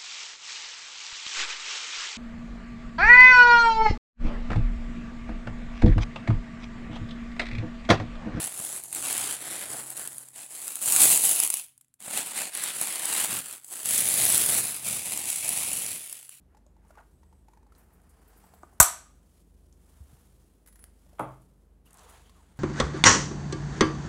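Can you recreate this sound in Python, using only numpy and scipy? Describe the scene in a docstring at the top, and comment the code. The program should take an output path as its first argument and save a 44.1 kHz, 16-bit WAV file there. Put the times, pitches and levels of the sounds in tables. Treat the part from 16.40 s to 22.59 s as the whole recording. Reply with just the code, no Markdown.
"""Over steady room noise and a low hum, sleeves and skin rub (grainy friction noise) and small taps and slips sound.
At 2.4 s wire cutters bite through a thin rod: fracture noise rings the steel jaws and blows ring mat and bench.
Near 4.3 s the loose pivot rattles and rings; at 4.8 s the tool lands on the far edge of the bench (decaying modes).
From 5.4 s a sheet of card slides over the mat: friction noise, narrow hisses and thin rising tones."""
import sys
import numpy as np
from scipy import signal
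from scipy.fft import rfft, irfft
from scipy.io import wavfile
from scipy.ndimage import uniform_filter1d

SR = 44100
rng = np.random.default_rng(int(sys.argv[2]) if len(sys.argv) > 2 else 0)


def store_wav(level_fs):
    """Save 16-bit WAV to argv[1]."""
    pcm = np.round(np.clip(np.atleast_2d(level_fs), -1, 1) * 32767)
    wavfile.write(sys.argv[1], SR, pcm.T.astype(np.int16))


N = 272979  # length in samples

# Steady room noise. Each row: frequency in Hz, density in dB per Hz.
AIR_SPECTRUM = [(30, -50), (42, -14), (55, -5), (75, -2.5), (100, -12), (209, -10), (486, -18.5),
                (539, -21.5), (770, -26), (1220, -32.5), (2690, -41.5), (4980, -46), (8290, -45),
                (11000, -43), (15700, -52.5)]
AIR_DB = -64.5
# Low wavering lines. Each row: frequency in Hz, level in dB, depth of wavering as a fraction.
HUM_LINES = [(50.45, -61, 0.25), (74.4, -65.5, 0.36), (126.8, -76, 0.58), (180, -75, 0.94)]

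# Sleeves and skin rubbing, one level curve. Each row: time in seconds, treble in dB, body in dB re treble.
RUB_LEVELS = [(0.0, -114, 2.5), (0.13, -92.5, 21), (0.24, -100, 6), (0.45, -84, 10), (0.5, -74.5, 4.5),
              (0.6, -79, 15), (0.66, -77.5, -8), (1.05, -83.5, -3), (1.14, -80, -2), (1.28, -94, 14),
              (1.36, -73.5, 5), (1.6, -78, 6), (2.05, -69, 3), (2.39, -77, 5.5), (2.75, -77, -3.5),
              (2.86, -75.5, -7), (2.99, -70, -10), (3.04, -77.5, -16.5), (3.35, -77, -8.5), (3.5, -71, -3),
              (3.75, -68, -3.5), (4.19, -77, -8.5), (4.25, -81, -9), (4.46, -78, 4.5), (4.55, -75.5, -6.5),
              (4.77, -73, 0.5), (4.9, -71, -15), (5.25, -84, -13), (5.42, -88.5, -13.5)]
# Friction spectra. Each row: frequency in Hz, density in dB per Hz.
RUB_TREBLE_SPECTRUM = [(2940, -22.5), (5000, -5.5), (9970, 0.5), (11900, -3.5), (14600, -7), (15700, -8.5)]
FRICTION_BODY_SPECTRUM = [(210, -47), (350, -6.5), (442, -1), (544, -9.5), (639, -3), (807, -2),
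                          (1320, -5.5), (1810, -9), (3000, -20.5), (3900, -46), (6600, -120)]
FRICTION_MIDDLE_SPECTRUM = [(1800, -9), (2500, -5), (3100, -2), (4700, -6), (6000, -14.5)]
RUB_MIDDLE_DB, CARD_MIDDLE_DB = -6.5, 2  # re treble

# Small taps of handles, wire and fingers.
# Each row: start in seconds, body in dB, treble in dB re body, body frequency in Hz.
TAPS = [(0.147, -50.5, -15, 830), (0.169, -51, -9.5, 880), (0.264, -51.5, -19, 590), (0.365, -56, -14, 870),
        (0.449, -56.5, -12, 890), (0.5052, -47, -13, 650), (0.507, -52, -15, 1400),
        (0.553, -51.5, -10, 1170), (0.831, -51.5, -13.5, 920), (0.926, -52, -13, 910),
        (1.083, -48, -12, 874), (1.134, -51, -11, 950), (1.172, -49.5, -15, 871), (1.229, -55.5, -12, 910),
        (1.265, -56.5, -12, 830), (1.321, -51, -10, 1310), (2.039, -51, -22.5, 870), (2.137, -47, -11, 750),
        (2.328, -50, -26, 766.8), (4.663, -57, -9, 602.5), (4.73, -54.5, -7, 620.7),
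        (5.895, -53.5, -0.5, 1076)]
TAP_T60 = 0.029  # s
# Bright part of a tap. Each row: frequency in Hz, density in dB per Hz.
TAP_TREBLE_SPECTRUM = [(1500, -24), (2400, -3.5), (3300, -8), (4300, -4), (7000, -4.5), (12000, -8.5),
                       (16000, -20)]
# The taps of a quick run. In order: body in dB, treble in dB re body, body frequency in Hz, t60 in seconds.
SCRAPE_TAP = (-41, -20, 1050, .014)
SCRAPE_S, SCRAPE_LENGTH_S, SCRAPE_GAP_S = .5735, .04, .004
SCRAPE_FALL_DB, SCRAPE_SPREAD_OCTAVES = -4.5, 0.585

# Brief bright slips and clicks. Each row: start in seconds, level in dB, centre frequency in Hz.
SLIPS = [(0.177, -62, 6800), (0.2652, -59.5, 7050), (0.603, -63, 9000), (0.838, -69, 4300),
         (1.2694, -65, 9540), (1.35, -57.5, 4200), (1.6174, -60, 10400), (2.2321, -53.5, 6874),
         (2.7394, -68, 5900), (3.2594, -66, 7080), (3.3259, -53.5, 7000), (4.794, -40.5, 10100),
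         (5.0194, -57, 10400), (5.5067, -49, 9120), (5.5304, -43.5, 9270), (5.5422, -44, 9420),
         (5.5717, -46, 9150), (5.5844, -47, 7250), (5.5926, -45, 7300), (5.633, -48, 9817),
         (5.8948, -54.5, 3470), (6.1714, -55.5, 10100)]
SLIP_T60 = 0.012  # s
# Softer, longer bursts of bright noise: rustles of grip and card, and the hiss after the landing.
# Each row: start in seconds, level in dB, centre frequency in Hz.
PUFFS = [(0.477, -65.5, 9200), (1.3144, -73, 10700), (1.349, -65, 8440), (1.3787, -58, 12500),
         (1.4294, -66, 12600), (1.5294, -61, 12500), (1.6904, -59, 9900), (1.8096, -68, 9800),
         (1.874, -58.5, 13700), (1.9139, -68, 9250), (1.9692, -56, 13700), (2.0493, -62, 13900),
         (2.1364, -60.5, 13330), (2.3298, -63, 10000), (4.797, -52, 10020), (5.455, -59.5, 11190),
         (5.69, -51, 10000), (5.72, -61, 10200), (5.9588, -67, 9710)]
PUFF_T60 = 0.11  # s

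# Narrow hisses and squeaks of strained grip and sliding card.
# Each row: start in seconds, length in seconds, first Hz, last Hz, level in dB, width in Hz.
WHISTLES = [(0.681, 0.39, 8100, 8280, -83, 800), (1.597, 0.76, 4810, 4760, -87, 700),
            (1.95, 0.38, 7936, 7780, -77.5, 550), (5.454, 0.026, 2890, 2900, -69.5, 250),
            (5.51, 0.26, 1002, 1205, -64, 500), (5.62, .06, 675, 420, -61.5, 59.73),
            (5.838, 0.067, 3320, 3207, -72.5, 550), (5.945, .085, 1270, 840, -69, 120)]

# Blows beside the jaws, where mat and card lie on the bench.
# Each row: start in seconds, level in dB, centre of the force spectrum in Hz, room share in dB.
CUT_BLOWS = [(2.232, -38, 694, -11.5), (2.4014, -7.5, 1080, -11.5), (2.4034, -10, 1000, -8.5),
             (2.411, -21, 1210, -7)]
# Modes of bench under mat. Each row: frequency in Hz, level in dB, t60 in seconds.
MAT_MODES = [(324.7, -12.5, 0.028), (460, -11.5, 0.019), (561, -9.5, .02), (700, -1, 0.026),
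             (967, -3, 0.027), (1120, -2.5, 0.026), (1230, 0, 0.036), (1503, -3, 0.025), (2160, -14, 0.018)]
# Low damped modes of bench thuds; four of them ring together in the thud of the cut.
# Each row: start in seconds, level in dB, frequency in Hz, t60 in seconds, rise in seconds.
THUD_MODES = [(2.4017, -20.5, 63.2, 0.08, 0.00226), (2.4023, -16.5, 100, 0.047, 0.00092),
              (2.402, -17, 150, .03, 0.00093), (2.4022, -23, 208, 0.022, .001),
              (2.233, -42, 342, 0.038, 0.00073), (3.604, -32, 70.6, 0.105, 0.0036),
              (3.729, -37, 130, 0.05, 0.0045)]

# The jaws break through and rebound. Each row: start in seconds, level in dB, t60 in seconds.
CRACKS = [(2.4004, -0.5, 0.029), (2.4038, -1, 0.015), (2.4094, -15.5, .02), (2.4123, -7.5, .012),
          (2.427, -9.5, 0.024)]
# Fracture noise. Each row: frequency in Hz, density in dB per Hz.
CRACK_SPECTRUM = [(900, -45), (1700, -16.5), (3000, -21.5), (4700, -19), (5150, -27), (5650, -9.5),
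                  (6500, -11.5), (7100, -12), (7800, -1.5), (8800, -11), (9700, -6), (11000, -11),
                  (12500, -7.5), (14000, -15.5), (15800, -25)]
# Modes of the steel jaws. Each row: frequency in Hz, relative level in dB, t60 in seconds.
JAW_MODES = [(7420, -4, 0.017), (8330, -3.5, 0.015), (7300, -0.5, 0.059), (9567, -9, .012)]

# The loose pivot of the cutters rattles.
# Each row: start in seconds, click in dB, ring in dB re click, t60 of the click in seconds.
RATTLE = [(4.261, -53, -16.5, 0.036), (4.2737, -49, -10, 0.034), (4.2833, -52.5, -12, 0.04),
          (4.3258, -56, -15, 0.043), (4.3564, -53, -12.5, 0.043), (4.3916, -55.5, -2.5, 0.04),
          (4.424, -61, -4.5, 0.05), (4.4405, -30.5, -30, 0.0045), (4.443, -59, -10, 0.038)]
PIVOT_HZ, PIVOT_T60 = 10250, 0.49  # Hz, s
PIVOT_HELD_S = 4.452  # the grip stills the ring

# The cutters land on the far edge of the bench.
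# Each row: start in seconds, level in dB, centre of the force spectrum in Hz, room share in dB.
LANDING_BLOWS = [(4.785, -44, 1414, 7.5), (4.7938, -21, 553.6, -3.5), (4.7971, -20.5, 964, -3),
                 (4.8011, -25.5, 496, 2.5)]
# Modes of the bench edge. Each row: frequency in Hz, level in dB, t60 in seconds.
BENCH_MODES = [(109.8, -7, 0.46), (131.7, -4.5, 0.68), (185, -12, 0.43), (254, -19, 0.17),
               (310.5, -17, 0.31), (411, -12, 0.04), (554.4, -7, 0.031), (646, -3.5, 0.022),
               (888, -2.5, 0.02), (1103, -1, 0.017), (1284, 2.5, 0.0083), (1790, -10.5, 0.0081),
               (2058, -4, 0.0076), (2690, -11.5, 0.00535), (3232, -4, 0.0077)]
# Steel rings once laid down. Each row: start in seconds, level in dB, frequency in Hz, t60 in seconds.
LAID_RING = [(4.801, -54, 9830, 0.11), (4.826, -60, 9678, 0.123)]

# Card sliding over the mat. Each row: time in seconds, treble in dB, body in dB re treble.
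CARD_LEVELS = [(5.445, -88, -7.5), (5.46, -74.5, 2), (5.528, -76, 10), (5.62, -66, 3.5), (5.752, -67, 7.5),
               (5.878, -71.5, 1), (5.92, -77.5, 2), (5.974, -73, 5), (6.054, -78, 4.5), (6.19, -73.5, 6)]
# Treble of the card. Each row: frequency in Hz, density in dB per Hz.
CARD_TREBLE_SPECTRUM = [(2940, -34.5), (5000, -11), (5400, -1), (6930, 6.5), (8470, 1), (10700, 3.5),
                        (12800, -13.5), (15700, -24)]
# Thin rising tones of the card. Each row: start in seconds, length in seconds, first Hz, last Hz, level in dB.
SQUEAKS = [(5.98, .23, 8950, 10000, -79), (5.98, .17, 7900, 8300, -80)]

# Decay of the room. Each row: frequency in Hz, t60 in seconds.
ROOM_T60 = [(60, 0.39), (250, .36), (1000, .33), (1600, 0.37), (4000, 0.36), (7000, 0.32), (12000, .22),
            (15500, .15)]
FIRST_WALL_S, ROOM_DB = 0.0033, -10
LATE_DB, LATE_STRETCH = -15.5, 1.6  # a weaker, slower decay from the rest of the house
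EDGE_HZ = 15865  # upper band limit


def gain_of(db):
    """Level in decibels expressed as an amplitude ratio."""
    return 10 ** (np.asarray(db) / 20)


def evened(x):
    """Normalisation to unit rms."""
    return x / np.sqrt(np.mean(abs(x) ** 2) + 1e-20)


def read(points, hz):
    """Linear interpolation of a table on a logarithmic frequency axis."""
    f, value = np.transpose(points)
    return np.interp(np.log(hz + 1), np.log(f + 1), value)


def add(mix, s, sound):
    """Superposition: a sound is summed into the mix at a time in seconds."""
    part = mix[round(s * SR):][:len(sound)]
    part += sound[:len(part)]


def noise(points, size):
    """Spectral shaping: white noise filtered to a given spectrum, at unit rms."""
    hz = np.fft.rfftfreq(size, 1 / SR)
    return evened(irfft(rfft(rng.standard_normal(size)) * gain_of(read(points, hz)), size))


def fade(t60, rise=0.00044):
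    """Exponential decay of a damped system after a quick exponential rise."""
    t = np.arange(round(abs(t60) * SR) + 20) / SR
    return t, (1 - np.exp(-t / rise)) * gain_of(-60 * t / abs(t60))


def ring(hz, t60, rise=.0003):
    """Damped harmonic oscillation of one mode."""
    t, shape = fade(t60, rise)
    return shape * np.sin(2 * np.pi * hz * t)


def click(points):
    """Minimum-phase impulse: the causal pulse of a given spectrum, with unit energy."""
    log_gain = np.log(gain_of(read(points, abs(np.fft.fftfreq(4096, 1 / SR)))))
    phase = -signal.hilbert(log_gain).imag
    x = np.fft.ifft(np.exp(log_gain + 1j * phase)).real[:2048]
    return x / np.linalg.norm(x)


def room(x):
    """Reverberation: dense reflections of random sign, each band decaying at its own rate, drawn afresh per call."""
    reflections = rng.choice([-1., 1.], SR // 2) * (np.arange(SR // 2) > FIRST_WALL_S * SR)
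    hz, t, z = signal.stft(reflections, SR, nperseg=256)
    fall_db = -60 * t / read(ROOM_T60, hz)[:, None]
    decay = np.hypot(gain_of(fall_db), gain_of(LATE_DB + fall_db / LATE_STRETCH))
    tail = signal.istft(z * decay, SR, nperseg=256)[1]
    return signal.fftconvolve(x, tail / np.linalg.norm(tail))[:N]


def air():
    """Stationary noise: random pressure of fixed spectrum fills the room."""
    return gain_of(AIR_DB) * noise(AIR_SPECTRUM, N)


def hum():
    """Slow modulation: low sinusoids waver in amplitude and phase."""
    out, t = np.zeros(N), np.arange(N) / SR
    for hz, db, depth in HUM_LINES:
        slow = depth * noise([(0, 1), (2.5, -1.5), (8, -27.5), (30, -100)], N)
        phase = 2 * np.pi * (hz * t + rng.random()) + slow[::-1]
        out += gain_of(db) * evened((1 + slow) * np.sin(phase))
    return out


def friction(rows, treble_spectrum, middle_db):
    """Dry friction: fibres catch unevenly, so the level of the noise flickers."""
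    out = np.zeros(N)
    s, treble_db, body_db = np.transpose(rows)
    t = np.arange(s[0], s[-1], 1 / SR)
    slow = uniform_filter1d(uniform_filter1d(rng.standard_normal(len(t)), 300), 300)
    catch = evened(gain_of(1.7 * evened(slow)))  # flicker of 1.7 dB rms
    body = gain_of(np.interp(t, s, body_db)) * noise(FRICTION_BODY_SPECTRUM, len(t))
    middle = gain_of(middle_db) * noise(FRICTION_MIDDLE_SPECTRUM, len(t))
    treble = noise(treble_spectrum, len(t))
    add(out, s[0], gain_of(np.interp(t, s, treble_db)) * catch * (treble + body + middle))
    return out


def rubbing():
    """Friction of sleeves and skin, following one level curve."""
    return friction(RUB_LEVELS, RUB_TREBLE_SPECTRUM, RUB_MIDDLE_DB)


def scrape():
    """Repeated impact: a run of taps at uneven short gaps, fading, with scattered pitch."""
    rows = []
    body_db, treble_db, body_hz, t60 = SCRAPE_TAP
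    for s in np.arange(0, SCRAPE_LENGTH_S, SCRAPE_GAP_S):
        delay, pitch = rng.uniform(-1, 1, 2)
        start = SCRAPE_S + s + abs(delay) * s / 10
        db = body_db + SCRAPE_FALL_DB * s / SCRAPE_LENGTH_S
        rows.append((start, db, treble_db, body_hz * 2 ** (SCRAPE_SPREAD_OCTAVES * pitch), t60))
    return rows


def taps():
    """Impact on a small hollow: a damped resonance with short noise of body and edge."""
    out = np.zeros(N)
    for s, db, treble_db, hz, t60 in [(*row, TAP_T60) for row in TAPS] + scrape():
        t, shape = fade(t60, rise=0.0012)
        body_spectrum = [(hz / 2.8, -24), (hz, 0), (hz * 2.0, -8), (hz * 3, -24), (hz * 6, -50)]
        body = noise(body_spectrum, 4096)[:len(t)]
        edge = gain_of(treble_db) * noise(TAP_TREBLE_SPECTRUM, 4096)[:len(t)]
        resonance = 1.2 * ring(hz, t60, rise=.001)
        add(out, s, gain_of(db) * (resonance + shape * (0.35 * body + edge)))
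    return out


def slips_and_puffs():
    """Transient noise: decaying bursts about a centre frequency, short for slips and clicks, longer for puffs."""
    out = np.zeros(N)
    for s, db, hz, t60 in [(*row, SLIP_T60) for row in SLIPS] + [(*row, PUFF_T60) for row in PUFFS]:
        t, shape = fade(t60, rise=t60 * 0.041)  # longer bursts swell more slowly
        below = [(1500, -40), (hz / 2.2, -18), (hz / 1.4, -6)]
        above = [(hz, 0), (hz * 1.3, -8), (hz * 1.9, -24)]
        add(out, s, gain_of(db) * shape * noise(below + above, len(t)))
    return out


def hisses():
    """Quadrature modulation: two slow noises on a gliding carrier make a narrow hiss about its pitch."""
    out = np.zeros(N)
    for s, length, from_hz, to_hz, db, width in WHISTLES:
        size = round(length * SR)
        band = [(0, 0), (width / 2, -3), (width * 1.5, -25), (width * 6, -70)]
        phase = 2 * np.pi * np.cumsum(np.linspace(from_hz, to_hz, size)) / SR
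        hiss = noise(band, size) * np.sin(phase) + noise(band, size) * np.cos(phase)
        add(out, s, gain_of(db) * hiss * signal.windows.tukey(size, .4))
    return out


def blow(modes, db, centre_hz, room_db):
    """Modal excitation: modes near the centre of the force spectrum ring most, neighbours in opposite sense."""
    sound = np.zeros(SR)
    for k, (hz, mode_db, t60) in enumerate(modes):
        off_db = -4.5 * np.log2(hz / centre_hz) ** 2
        add(sound, 0, (-1) ** k * gain_of(db + mode_db + off_db) * ring(hz, t60, rise=0.00021))
    return sound + gain_of(room_db) * room(sound)[:SR]


def bench():
    """Structural vibration: blows ring the modes of mat and bench edge; thuds are low damped modes."""
    out = np.zeros(N)
    for modes, blows in [(MAT_MODES, CUT_BLOWS), (BENCH_MODES, LANDING_BLOWS)]:
        for s, *force in blows:
            add(out, s, blow(modes, *force))
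    for s, db, hz, t60, rise in THUD_MODES:
        add(out, s, gain_of(db) * ring(hz, t60, rise))
    return out


def snap():
    """Brittle fracture: bursts of noise ring the jaws, and the room blends each into one smooth colour."""
    out = np.zeros(N)
    for s, db, t60 in CRACKS:
        t, shape = fade(t60, rise=0.00018)
        add(out, s, gain_of(db) * shape * noise(CRACK_SPECTRUM, len(t)))
        burst_size = np.linalg.norm(shape)  # root of the burst's energy
        add(out, s, gain_of(db - 7.5) * burst_size * room(click(CRACK_SPECTRUM)))
        for hz, mode_db, ring_t60 in JAW_MODES:
            start = s + rng.uniform(0, 0.00023)
            add(out, start, gain_of(db + mode_db - 15.0) * ring(hz, ring_t60))
    return out


def rattle():
    """Impact in a loose joint: each click of the pivot rings the steel at one pitch until the grip stills it."""
    out = np.zeros(N)
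    tick_spectrum = [(500, -2.5), (1700, 3.5), (3500, -6.5), (7000, -2.0), (11000, 5), (16000, -5.5)]
    for s, db, ring_db, t60 in RATTLE:
        t, shape = fade(t60)
        add(out, s, gain_of(db) * shape * noise(tick_spectrum, len(t)))
        steel = ring(PIVOT_HZ, PIVOT_T60, rise=0.0025)
        free = np.clip((PIVOT_HELD_S - s - np.arange(len(steel)) / SR) / .008, 0, 1)
        add(out, s, gain_of(db + ring_db) * steel * free)
    return out


def laid_ring():
    """Free vibration: the steel rings on once laid down."""
    out = np.zeros(N)
    for s, db, hz, t60 in LAID_RING:
        add(out, s, gain_of(db) * ring(hz, t60, rise=0.0022))
    return out


def card():
    """Friction of card sliding over the mat, following one level curve."""
    return friction(CARD_LEVELS, CARD_TREBLE_SPECTRUM, CARD_MIDDLE_DB)


def squeaks():
    """Frequency modulation: thin rising tones of the card waver in pitch and level."""
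    out = np.zeros(N)
    for s, length, from_hz, to_hz, db in SQUEAKS:
        size = round(length * SR)
        waver = noise([(0, 0), (12, -2), (40, -30), (200, -80)], size)
        pitch_hz = np.linspace(from_hz, to_hz, size) + 60 * waver
        tone = np.sin(2 * np.pi * np.cumsum(pitch_hz) / SR)
        add(out, s, gain_of(db + 3 * waver[::-1]) * tone * signal.windows.tukey(size, .2))
    return out


def scene():
    """Superposition of all sources; the handling sounds also excite the room."""
    hands = taps() + slips_and_puffs() + rattle() + laid_ring()
    handling = hands + gain_of(ROOM_DB) * room(hands)
    sliding = rubbing() + hisses() + card() + squeaks()
    return (air() + hum() + sliding + handling + bench() + snap())[None]


def record(dry):
    """Transduction: the microphone loses the deepest bass, the snap overloads the input, the band is limited."""
    miked = signal.sosfilt(signal.butter(4, 42, "highpass", fs=SR, output="sos"), dry)
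    clipped = np.clip(miked, -.95, .95)
    band_limit = signal.firwin(511, EDGE_HZ, window=("kaiser", 9), fs=SR)
    return signal.oaconvolve(clipped, band_limit[None], "same")


dry = scene()
out = record(dry)
store_wav(out)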